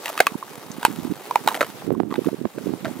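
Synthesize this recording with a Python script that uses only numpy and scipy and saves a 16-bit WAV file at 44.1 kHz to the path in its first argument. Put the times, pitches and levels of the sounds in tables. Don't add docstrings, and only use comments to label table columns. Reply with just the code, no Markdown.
import sys
import numpy as np
from scipy import signal
from scipy.io import wavfile
from scipy.ndimage import uniform_filter1d

SR = 44100
rng = np.random.default_rng(int(sys.argv[2]) if len(sys.argv) > 2 else 0)


def dump_mix(stems):
    frames = np.atleast_2d(stems).T
    limited = np.clip(frames, -1, 1)
    pcm = np.round(limited * 32767).astype(np.int16)
    wavfile.write(sys.argv[1], SR, pcm)


def amplitude_ratio(level_db):
    exponent = np.asarray(level_db, float) / 20
    return 10 ** exponent


N = 132300


def evened(x):
    return x / np.sqrt(np.mean(x ** 2) + 1e-20)


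def peak_evened(x):
    return x / np.sqrt(uniform_filter1d(x ** 2, 80).max())


def smooth_noise(count, width):
    return evened(uniform_filter1d(uniform_filter1d(rng.standard_normal(count), width), width))


def read(points, hz):
    f, value = np.transpose(points)
    return np.interp(np.log(hz + 1), np.log(f + 1), value)


def curve(points):
    return amplitude_ratio(np.interp(np.arange(N) / SR, *np.transpose(points)))


def add(mix, s, sound):
    part = mix[round(s * SR):][:len(sound)]
    part += sound[:len(part)]


def colour(x, points):
    hz = abs(np.fft.fftfreq(4096, 1 / SR))
    log_gain = np.log(amplitude_ratio(read(points, hz)))
    taps = np.fft.ifft(np.exp(np.conj(signal.hilbert(log_gain)))).real[:1024]
    return signal.oaconvolve(x, taps)[:len(x)]


# frequency in Hz, density in dB per Hz.
AIR_COLOUR = [(53, -43), (100, -17), (200, -9), (453, 0), (550, -5.5), (667, -7.5), (1050, -11),
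              (15500, -21)]
# frequency in Hz, left-right likeness from 0 to 1.
LIKENESS = [(60, 0.57), (380, 0.99), (2380, 0.028), (15000, 0.024)]
# time in seconds, gain in dB.
GAIN = [(0, 1.5), (.5, -2.5), (1.15, -4.5), (1.3, 1), (1.85, -0.5), (1.92, -12.5), (2.08, -13.5),
        (2.12, -1.5), (2.53, -6.5), (2.65, -2.5), (3, -0.5)]
AIR_DB = -42


def air():
    frames, hz = N // 128 + 5, np.fft.rfftfreq(512, 1 / SR)
    a, b, c, d, patches = rng.standard_normal((frames, 257, 5)).T
    patches = evened(uniform_filter1d(uniform_filter1d(patches, 30, 0), 12, 1))
    hiss_swell = smooth_noise(frames, 12) * (hz > 2500)[:, None]
    same = np.clip(read(LIKENESS, hz), -1, 1)[:, None]
    left = a + 1j * b
    right = same * left + np.sqrt(1 - same ** 2) * (c + 1j * d)
    level_db = read(AIR_COLOUR, hz)[:, None] + 1.7 * patches + 0.9 * hiss_swell
    spectra = np.array([left, right]) * amplitude_ratio(level_db)
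    wash = signal.istft(spectra, nperseg=512, noverlap=384)[1][:, :N]
    return amplitude_ratio(AIR_DB) * curve(GAIN) * evened(wash)


# time in seconds, level in dB.
BREEZE = [(0, -58), (.5, -47.5), (.75, -39.5), (1.1, -28.5), (1.2, -46.5), (1.5, -38.5), (1.82, -42),
          (1.88, -23), (2.3, -42), (2.46, -30.5), (2.5, -60.5), (2.56, -33.5), (2.75, -29), (2.8, -45),
          (2.86, -28.5), (3, -35.5)]
BREEZE_HZ, BREEZE_WIDTH_HZ, LUMPS_DB = 212.3, 193, 3.5


def breeze():
    edges = [BREEZE_HZ - BREEZE_WIDTH_HZ / 2, BREEZE_HZ + BREEZE_WIDTH_HZ / 2]
    band = signal.butter(2, edges, "band", fs=SR, output="sos")
    lumps = amplitude_ratio(LUMPS_DB * smooth_noise(N, 400))
    rumble = signal.sosfilt(band, rng.standard_normal(N))
    return curve(BREEZE) * evened(lumps * rumble)


def eddy(s, db, hz):
    t = np.arange(-500, 700) / SR
    phase, side = rng.random(2)
    turns = t * hz / 0.8
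    swell = np.exp(-turns ** 2 * np.where(turns < 0, 1.8, 1.3))
    thump = swell * np.cos(2 * np.pi * (hz * t + 0.22 * (phase - 0.5))) * np.sign(side - 0.5)
    return s + t[0], amplitude_ratio(db) * thump


# start in seconds, level in dB.
SLAPS = [
    (1.905, -7.5),
    (1.9235, -16),
    (1.9995, -11),
    (2.002, 0),
    (2.0332, -13.5),
    (2.4532, -7.5),
    (2.455, -5.5),
    (2.737, -12.5),
]
SLAP_HZ, SLAP_DECAY_S = 720, 0.00091


def slap(s, db):
    t = np.arange(400) / SR
    envelope = (1 - np.exp(-t / 0.00005)) * np.exp(-t / SLAP_DECAY_S)
    return s, amplitude_ratio(db) * envelope * np.sin(2 * np.pi * SLAP_HZ * t)


# centre
# in seconds, level in dB, pitch in Hz.
EDDIES = [(0.3209, -21, 220), (0.3553, -11.5, 247), (0.7043, -20.5, 206), (0.785, -17.4, 246),
          (0.884, -17.8, 278), (0.9035, -17, 259), (0.9102, -25, 244), (0.989, -13.5, 228),
          (1.0008, -20, 240), (1.0364, -26, 199), (1.0503, -22, 234), (1.0521, -7.5, 254),
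          (1.06, -25, 231), (1.0773, -16, 248), (1.0986, -26.5, 297), (1.1058, -19.9, 298),
          (1.113, -11.5, 275), (1.122, -9, 273), (1.4615, -18, 288), (1.8696, -17, 236),
          (1.8794, -13, 332), (1.8902, -11.5, 300), (1.8946, -14, 217), (1.9067, -5, 377),
          (1.918, -6.5, 370), (1.9264, -9, 254), (1.9388, -12, 312), (1.9458, -22, 371),
          (1.9685, -11.8, 297), (1.9799, -11.4, 280), (1.988, -19, 248), (2.0038, -5.5, 304),
          (2.0117, -11, 274), (2.0199, -18, 298), (2.0351, -12, 283), (2.0729, -22, 267),
          (2.0848, -20, 290), (2.0995, -23, 264), (2.1111, -15.5, 245), (2.125, -11, 324),
          (2.149, -19, 278), (2.1605, -19, 265), (2.1829, -5.5, 312), (2.191, -5, 370),
          (2.211, -27, 292), (2.219, -15.5, 309), (2.2602, -11.5, 256), (2.2666, -14, 306),
              (2.2728, -2, 330), (2.2838, -9, 268), (2.318, -19, 259), (2.3312, -10.5, 343),
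              (2.3447, -13.1, 324), (2.4053, -24, 277), (2.4151, -11.5, 301), (2.4212, -24, 260),
              (2.4404, -21.1, 333), (2.4493, -17, 207), (2.4557, -7.5, 292), (2.4629, -14.5, 280),
              (2.562, -24, 345), (2.58, -12, 334), (2.6255, -32, 221), (2.641, -21.0, 210),
              (2.6606, -13.5, 312), (2.6707, -8.5, 370), (2.679, -11.5, 229), (2.694, -10.7, 308),
              (2.706, -12, 274), (2.72, -19.8, 259), (2.7305, -27, 243), (2.7381, -9, 290),
              (2.75, -28, 207), (2.8473, -12, 259), (2.866, -25, 239), (2.913, -16, 262),
              (2.9688, -19, 250), (2.9946, -22, 261)]
LEAK_DB = -33


def wind():
    right = breeze()
    for row in EDDIES:
        add(right, *eddy(*row))
    for row in SLAPS:
        add(right, *slap(*row))
    return np.array([amplitude_ratio(LEAK_DB) * right, right])


# start in seconds, level in dB, pitch in Hz.
SMACKS = [
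    (0.093, -29, 13800),
    (0.379, -38, 11600),
    (.387, -40, 10600),
    (0.716, -28, 6480),
    (1.927, -37, 12400),
]


def smack(s, db, hz):
    t = np.arange(900) / SR
    fizz = uniform_filter1d(rng.standard_normal(len(t)), 14) * 4 * np.sin(2 * np.pi * hz * t)
    click_and_tail = np.exp(-t / 0.0011) + 0.29 * np.exp(-t / 0.01)
    return s, amplitude_ratio(db) * fizz * click_and_tail


# time in seconds, level in dB.
GRIND = [(0, -48), (.08, -33), (.3, -44.5), (.85, -42), (1.44, -42), (1.5, -33.5), (1.66, -39.5),
         (1.8, -50), (2.08, -56.5), (2.13, -63), (2.26, -41.5), (2.4, -55.5), (2.67, -43.5), (2.8, -55),
         (2.86, -47.5), (3, -44.5)]
# frequency in Hz, level in dB.
GRIND_COLOUR = [(300, -25.5), (800, 2.5), (1500, -7.5), (3000, -10), (6000, -14), (15000, -11)]
TICKS_PER_S = 1400


def grinding():
    tick_level = amplitude_ratio(4 * np.minimum(rng.exponential(1, N), 2.5))
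    ticks = (rng.random(N) < TICKS_PER_S / SR) * tick_level
    clumps = amplitude_ratio(1.7 * smooth_noise(N, 300))
    puffs = signal.lfilter([1], [1, -0.96], ticks) * rng.standard_normal(N)
    return curve(GRIND) * evened(colour(clumps * puffs, GRIND_COLOUR))


# multiple of the mouth pitch, level in dB, 60 dB decay in seconds.
MOUTH = [(.62, -9.5, .013), (1.001, 7, 0.019), (1.3, -13, 0.02)]
# frequency in Hz, level in dB.
SNAP_COLOUR = [(700, -10), (1550, -3), (2600, -2), (4200, -5.5), (6000, -9), (9000, -7), (11000, -7.5),
               (15500, -7.5)]
FRACTURE_S = 0.001183
SPLINTER_DB, SPLINTER_T60, BONE_DB, BONE_T60 = -23.5, 0.085, -0.5, 0.013
DEEPER_S = 1.6


def crack(s, ring_db, mouth_hz, snap_db, bone_hz):
    t = np.arange(3000) / SR
    snap_noise, push_noise, splinter_noise, roughness = rng.standard_normal((4, len(t)))
    onset = np.minimum(t / FRACTURE_S, 1)
    run = (t / FRACTURE_S) ** 2 * np.exp(2 - 2 * t / FRACTURE_S)
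    flutter_db = 35 * uniform_filter1d(splinter_noise, 60)
    splinters = amplitude_ratio(SPLINTER_DB - 60 * t / SPLINTER_T60 + flutter_db) * onset

    grit = snap_noise * abs(roughness)
    debris = signal.lfilter([1], [1, -0.5], grit * splinters)
    snap = colour(grit * run ** 2 + debris, SNAP_COLOUR)
    dull = np.clip(-snap_db / 110 + 0.5 * (s > DEEPER_S), 0, 0.85)
    snap = peak_evened(signal.lfilter([1], [1, -dull], snap))

    modes = sum(amplitude_ratio(db - 60 * t / t60) * np.sin(2 * np.pi * k * mouth_hz * t) for k, db, t60 in MOUTH)
    jolt = 8 * np.exp(-((t - FRACTURE_S / 2) / 0.00013) ** 2)
    push = push_noise * (0.3 * run + 0.8 * splinters) + jolt
    ring = peak_evened(signal.oaconvolve(push, modes * onset)[:len(t)])
    bone_mode = amplitude_ratio(-60 * t / BONE_T60) * np.sin(2 * np.pi * bone_hz * t)
    bone = peak_evened(signal.oaconvolve(push, bone_mode)[:len(t)])
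    return s - 0.0004, amplitude_ratio(ring_db) * ring + amplitude_ratio(snap_db - 4) * (snap + amplitude_ratio(BONE_DB) * bone)


DECK_DB, DECK_T60 = -13, 0.08


def deck(x):
    t = np.arange(5000) / SR
    echoes = rng.choice([-1., 1.], (2, len(t))) * (rng.random((2, len(t))) < 0.06) * (t > 0.0003)
    echoes *= amplitude_ratio(-60 * t / DECK_T60) + 3 * amplitude_ratio(-60 * t / 0.0078)
    taps = amplitude_ratio(DECK_DB) * echoes / np.linalg.norm(echoes[0])
    taps[0, 0], taps[1, 0], taps[1, 1] = 1, 0.5, 0.5
    return signal.fftconvolve(x[None], taps, axes=1)[:, :N]


# start in seconds, mouth ring in dB,
# mouth pitch in Hz, snap in dB, bone pitch in Hz.
CRACKS = [(0.058, -49, 1620, -18, 2760), (.0705, -53.5, 1200, -28, 1930),
          (0.0799, -34, 1170, -23, 2825), (0.0995, -29.5, 640, -43, 1200),
          (.1165, -45, 720, -45, 1200), (0.1366, -57, 1700, -34, 3140),
          (0.1769, -27, 1270, -17.5, 2670), (0.191, -32, 1210, -20, 2580),
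          (0.2028, -5.5, 740, -3, 1570), (0.2681, -13.5, 1127, -8, 2610), (0.343, -33, 925, -54, 1300),
          (0.4261, -26, 1066, -43, 800), (0.8295, -23.5, 966, -21, 1520), (0.85, -6, 908, -5, 1600),
          (0.8638, -24, 935, -38, 1600),
          (1.3096, -16, 973, -25, 2370), (1.3572, -6.5, 908, -14.5, 2370),
               (1.4752, -8.5, 880, -6, 1430), (1.5141, -25, 920, -41, 1900), (1.5239, -31, 850, -32, 2200),
               (1.5446, -40, 806, -19.5, 1960), (1.551, -26, 805, -19.5, 2340),
               (1.5733, -29, 684, -30, 2060), (1.6148, -13.5, 562, -13, 1440),
               (1.6282, -23, 593, -18, 1310), (1.6461, -32, 400, -28, 1700), (1.8209, -32.5, 785, -46, 995),
               (1.9495, -34, 1050, -55, 1190), (2.1245, -27, 1095, -35, 1900),
               (2.1404, -28, 870, -26, 2010), (2.1593, -32, 860, -29.5, 3450),
               (2.286, -24.5, 660, -34, 1100), (2.5832, -29, 560, -35.5, 1540),
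               (2.8473, -27.5, 670, -26.5, 3670), (2.8536, -26, 720, -24.5, 1590),
               (2.8797, -26.5, 610, -34, 1500),
          (1.608, -15.5, 617, -13.5, 2000), (0.2048, -10.5, 555, -4, 2175), (.8505, -39, 930, -3, 2676),
          (1.483, -32, 870, -20, 1890), (1.486, -18.5, 1080, -14, 3860), (1.492, -34, 1020, -25, 1610),
          (1.611, -22, 618, -15.5, 1410), (1.634, -26, 554, -26, 1170), (2.106, -39, 1080, -37.5, 1510),
          (2.112, -36, 1200, -34, 3550), (2.156, -50, 910, -28, 1610), (2.244, -36, 1140, -47, 2000),
          (2.263, -44, 1530, -35, 3600), (2.29, -34, 915, -37, 1770), (2.858, -31, 680, -28, 1390),
          (2.866, -38, 696, -33.5, 1810), (2.894, -39, 810, -42, 1200)]


def dog():
    mouth = grinding()
    for row in CRACKS:
        add(mouth, *crack(*row))
    for row in SMACKS:
        add(mouth, *smack(*row))
    return signal.sosfilt(signal.butter(2, 330, "high", fs=SR, output="sos"), mouth)


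# frequency in Hz, level in dB over the left.
RIGHT_PORT = [(100, 4.5), (500, 4), (1500, 2.5), (3000, 0), (8000, -4), (15000, -4.5)]


def scene():
    left, right = air() + deck(dog())
    return np.array([left, colour(right, RIGHT_PORT)]) + wind()


def top_cut(x):
    return signal.sosfilt(signal.butter(12, 16000, fs=SR, output="sos"), x)


def record(dry):
    low_cut = signal.butter(2, 108, "high", fs=SR, output="sos")
    band_limit = signal.firwin(255, 15800, window=("kaiser", 9), fs=SR)
    x = signal.sosfilt(low_cut, dry)
    x = signal.oaconvolve(x, band_limit[None], "same")
    return top_cut(np.clip(x, -1, 1))


dry = scene()
out = record(dry)
dump_mix(out)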